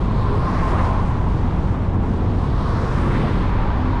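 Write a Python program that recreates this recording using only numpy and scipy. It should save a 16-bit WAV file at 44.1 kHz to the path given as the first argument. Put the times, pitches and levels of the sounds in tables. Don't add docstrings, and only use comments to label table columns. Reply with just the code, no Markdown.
import sys
import numpy as np
from scipy import signal
from scipy.fft import rfft, irfft
from scipy.io import wavfile
from scipy.ndimage import uniform_filter1d, map_coordinates

SR = 44100
rng = np.random.default_rng(int(sys.argv[2]) if len(sys.argv) > 2 else 0)


def wav_out(sig):
    wavfile.write(sys.argv[1], SR, np.round(np.clip(np.atleast_2d(sig).T, -1, 1) * 32767).astype(np.int16))


N = 176400
T = np.arange(N) / SR

# abreast t/s, tread level/dB, tread half length/s, reflection gain,
# trailing hiss level/dB, treble at its brightest/dB
CARS = [(.78, -34.5, 0.3, 0.47, -53.5, 2), (3.2, -35, 0.6, 0.45, -53, -1)]


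def from_db(db):
    return 10 ** (np.asarray(db) / 20)


def rms_one(x):
    return x / np.sqrt(np.mean(x ** 2) + 1e-20)


def in_time(rows):
    times, *columns = np.transpose(rows)
    return [np.interp(T, times, column) for column in columns]


def swell(peak_s, half_s):
    return np.exp(-((T - peak_s) / half_s) ** 2)


def drift(rate_hz):
    step, settle = 20, 4000
    pole = np.exp(-2 * np.pi * step * rate_hz / SR)
    white = rng.standard_normal(N // step + settle + 2)
    slow = signal.lfilter([1], [1, -2 * pole, pole * pole], white)[settle:]
    return np.interp(np.arange(N) / step, np.arange(len(slow)), rms_one(slow))


def coloured_noise(spectrum, flutter_db):
    hz, db = np.transpose(spectrum)
    octave = np.log2(np.maximum(np.arange(N // 2 + 1) * SR / N, 1))
    points = np.log2(hz)
    outside = np.abs(octave - np.clip(octave, points[0], points[-1]))
    shape_db = np.interp(octave, points, db) - 18 * outside
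    shaped = rfft(rng.standard_normal(N)) * from_db(shape_db)
    bands = (irfft(shaped * np.maximum(1 - np.abs(octave - centre), 0), N) for centre in range(3, 16))
    return rms_one(sum(band * from_db(flutter_db * drift(6.6)) for band in bands))


def low_pass(x, hz):
    return signal.sosfiltfilt(signal.butter(2, hz, fs=SR, output="sos"), x)


def narrow_noise(hz, width_hz):
    phase = 2 * np.pi * np.cumsum(hz) / SR
    return drift(width_hz) * np.cos(phase) + drift(width_hz) * np.sin(phase)


def rumble():
    # f/Hz, level/dB
    buffet_spectrum = [(14, -1), (25, -2.5), (42, 1), (62, -2), (100, -2.5), (150, -9.5), (200, -12),
                       (300, -19), (450, -24), (700, -30), (1500, -46)]
    # f/Hz, level/dB
    drone_spectrum = [(80, -9), (120, 2.5), (180, -1.5), (240, -2), (320, -8), (440, -10.5), (640, -20.5)]
    # t/s, level/dB
    drone_envelope = [(0, -28.5), (.4, -25), (.62, -26.5), (1.0, -30), (1.4, -26.5), (1.75, -31),
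                      (1.95, -27), (2.25, -24.5), (2.5, -28), (2.9, -26), (3.25, -21), (3.5, -29.5),
                      (4, -41.5)]
    drone_db, = in_time(drone_envelope)
    buffet = from_db(-18.5) * coloured_noise(buffet_spectrum, flutter_db=0)
    return buffet + from_db(drone_db) * coloured_noise(drone_spectrum, flutter_db=0.2)


def tyres():
    # f/Hz, level/dB
    roar_spectrum = [(200, 0), (450, -3), (700, -0.5), (880, 3), (1080, 0), (1350, -5.5), (2000, -13.5),
                     (2800, -20), (3800, -27.5), (5200, -37.5), (7200, -41), (9000, -51.5), (11000, -58),
                     (14000, -71)]
    # t/s, level/dB
    paving = [(0, 0), (.25, 2), (.6, 3.5), (1.0, 4), (1.25, 1.5), (1.55, 1), (1.75, 1), (1.97, -2),
              (2.05, 0.5), (2.4, -0.5), (2.8, -1.5), (3.3, -4), (3.6, 3.5), (4, 1)]
    # f/Hz, level/dB
    hiss_spectrum = [(1500, -0.5), (3300, 6), (5000, -1), (6500, -5.5), (7600, -10), (8800, -9),
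                     (10000, -17.5), (12000, -31), (14500, -31.5)]
    # t/s, level/dB
    hiss_envelope = [(0, -53), (.24, -57.5), (.35, -56), (.45, -52.5), (.85, -49.5), (1.2, -53),
                     (1.55, -52), (1.7, -54), (1.97, -59), (2.04, -53), (2.25, -55.5), (2.5, -53),
                     (3.1, -49.5), (3.5, -54.5), (3.65, -62), (4, -59)]
    # t/s, f/Hz, level/dB
    song_curve = [(0, 1046, -43), (.3, 1047, -37), (.48, 1045, -39), (.68, 1058, -38.5), (.82, 1058, -37),
                  (1.0, 1031, -41), (1.25, 995, -39.5), (1.8, 991.5, -60.5), (2.6, 1007, -44.5),
                  (3.5, 1001, -50), (3.8, 1002, -49), (4, 980, -38)]
    paving_db, = in_time(paving)
    hiss_db, = in_time(hiss_envelope)
    song_hz, song_db = in_time(song_curve)
    roar = from_db(-34 + paving_db) * coloured_noise(roar_spectrum, flutter_db=0.4)
    hiss = from_db(hiss_db) * coloured_noise(hiss_spectrum, flutter_db=1.6)
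    song = narrow_noise(song_hz, width_hz=64)
    skirt = from_db(1.5) * narrow_noise(song_hz, width_hz=87)
    return roar + hiss + from_db(song_db) * (song + skirt)


def tyre_hums():
    # t/s, f/Hz, level/dB, half length/s
    hums = [(0.329, 408, -28, 0.034), (.48, 1044, -26.5, 0.029), (0.656, 1056, -27, 0.041),
            (0.964, 1043, -34, 0.088), (1.117, 1025, -38, .05), (3.11, 345.8, -31, 0.098),
            (3.87, 252.2, -25.5, 0.11), (3.964, 948, -33.5, 0.066)]
    out = 0
    for peak_s, hz, db, half_s in hums:
        wavering_hz = hz * (1 + 0.0075 * drift(14.5))
        phase = 2 * np.pi * np.cumsum(wavering_hz) / SR
        out += from_db(db) * swell(peak_s, half_s) * rms_one(np.sin(phase))
    return out


def oncoming_whoosh():
    # t/s, level/dB, reflection lag/ms
    passes = [
        [(0, -38, 0.28), (.38, -34.5, .23), (.52, -31, 0.18), (.62, -31, .15), (.71, -29, 0.13),
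         (.76, -32, 0.1), (.8, -33.5, 0.093), (.85, -29.5, 0.16), (.95, -43, 0.066), (1.15, -48, 0.074)],
        [(2.4, -40, 0.24), (2.68, -31, 0.2), (2.88, -29.5, 0.16), (3.0, -29, 0.11), (3.11, -29, .1),
         (3.155, -30, 0.066), (3.21, -29, 0.09), (3.33, -31, 0.075), (3.6, -33.5, .063), (4, -35, 0.048)],
    ]
    # f/Hz, level/dB
    whoosh_spectrum = [(150, -9), (400, 2), (600, -1.5), (800, -3), (1050, 3), (1350, -1.5), (2000, -6.5),
                       (2800, -14), (3800, -14.5), (5200, -21.5), (7200, -32), (8800, -30.5),
                       (10000, -34.5), (12000, -47.5), (14500, -64)]
    brightest_lead_s, dulling_db_per_s, fade_s = 0.19, 9.5, 0.41
    out = 0
    for curve, (abreast_s, _, _, reflection_gain, _, treble_db) in zip(passes, CARS):
        db, lag_ms = in_time(curve)
        whoosh = coloured_noise(whoosh_spectrum, flutter_db=0.5)
        body = low_pass(whoosh, hz=6500)
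        dulling_db = dulling_db_per_s * np.abs(T - abreast_s + brightest_lead_s)
        direct = body + (whoosh - body) * from_db(treble_db - dulling_db)
        read_at = (T - lag_ms / 1000) * SR
        reflection = map_coordinates(low_pass(direct, hz=8800), [read_at], order=3, mode="wrap")
        combed = (direct + reflection_gain * reflection) / (1 + reflection_gain)
        beyond_curve_s = np.abs(T - np.clip(T, curve[0][0], curve[-1][0]))
        out += from_db(db) * np.exp(-beyond_curve_s / fade_s) * combed
    return out


def oncoming_tyres():
    # f/Hz, level/dB
    wake_spectrum = [(2400, 5), (3600, 2), (4600, 5), (6000, -22)]
    tread_hz, doppler_shift, glide_s = 1035, 0.08, 0.21
    soften = signal.butter(2, 2 * tread_hz, fs=SR, output="sos")
    out = 0
    for abreast_s, tread_db, half_s, _, wake_db, _ in CARS:
        age = T - abreast_s
        hz = tread_hz * (1 - doppler_shift * np.tanh(age / glide_s))
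        tread = signal.sosfilt(soften, narrow_noise(hz, width_hz=128))
        wake = swell(abreast_s + 0.08, half_s=0.13) * coloured_noise(wake_spectrum, flutter_db=4)
        out += from_db(tread_db) * tread / np.hypot(1, (age / half_s) ** 2) + from_db(wake_db) * wake
    return out


def roar_surges():
    # t/s, centre f/Hz, width/octaves, level/dB, half length/s
    surges = [(0.223, 3960, .45, -52.5, 0.1), (0.607, 1880, 0.46, -40, 0.049), (.8, 730, 0.98, -32, 0.25),
              (.78, 1147, 0.21, -30, 0.042), (0.797, 1480, 0.99, -34.5, 0.026),
              (2.83, 468.5, 0.54, -30, 0.035), (3.149, 1790, 0.62, -36.5, 0.034),
              (3.25, 2900, 0.68, -46.5, 0.16), (3.248, 720, 0.42, -32, .03),
              (3.92, 1043, 0.24, -36.5, 0.12)]
    out = 0
    for peak_s, hz, octaves, db, half_s in surges:
        edges_hz = [hz * 2 ** (-octaves / 2), hz * 2 ** (octaves / 2)]
        band = signal.butter(2, edges_hz, "band", fs=SR, output="sos")
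        noise = rms_one(signal.sosfilt(band, rng.standard_normal(N)))
        out += from_db(db) * swell(peak_s, half_s) * noise
    return out


def joint_bumps():
    # t/s, level/dB
    joints = [(1.44, -27.5), (1.93, -23), (2.02, -25.5)]
    # f/Hz, level/dB
    bump_spectrum = [(30, 4), (90, 4.5), (300, -1.5), (600, -22), (950, -4), (1500, -19), (4000, -41),
                     (9000, -60), (14000, -80)]
    rise_s = 0.013
    envelope = 0
    for start_s, db in joints:
        age = np.maximum(T - start_s, 0) / rise_s
        envelope += from_db(db) * age * np.exp(1 - age)
    return envelope * coloured_noise(bump_spectrum, flutter_db=4.5)


def engine():
    # t/s, level/dB
    load = [(0, 0.5), (1.4, 4), (2.0, 3), (2.8, -6.5), (3.3, 3.5), (4, 1.5)]
    # multiple of the fundamental, level/dB
    orders = [(1, -30.5), (2, -30.5), (4, -37), (6, -47), (7, -44), (8, -54.5)]
    fundamental_hz = 43.79 * (1 + 0.02215 * drift(2.868))
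    phase = 2 * np.pi * np.cumsum(fundamental_hz) / SR
    load_db, = in_time(load)
    out = 0
    for order, db in orders:
        waver = 1 + 0.34 * drift(2.53)
        out += from_db(db) * rms_one(waver * np.sin(order * phase + rng.uniform(0, 2 * np.pi)))
    return from_db(load_db) * out


def scene():
    car = rumble() + engine() + tyres()
    traffic = oncoming_whoosh() + oncoming_tyres() + roar_surges()
    return (car + traffic + tyre_hums() + joint_bumps())[None]


def record(dry):
    bass_limit, react_s, peak_limit = 0.14, 0.027, 0.43
    fade_in_s, cutoff_hz = 0.004, 14900
    bass = low_pass(dry, hz=129)
    bass_power = uniform_filter1d(bass ** 2, int(react_s * SR))
    held = dry - bass + bass / (1 + (bass_power / bass_limit ** 2) ** 2) ** 0.25
    rounded = held / (1 + (held / peak_limit) ** 4) ** 0.25
    faded = rounded * np.minimum(T / fade_in_s, 1)
    return signal.sosfilt(signal.cheby2(12, 70, cutoff_hz, fs=SR, output="sos"), faded)


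dry = scene()
out = record(dry)
wav_out(out)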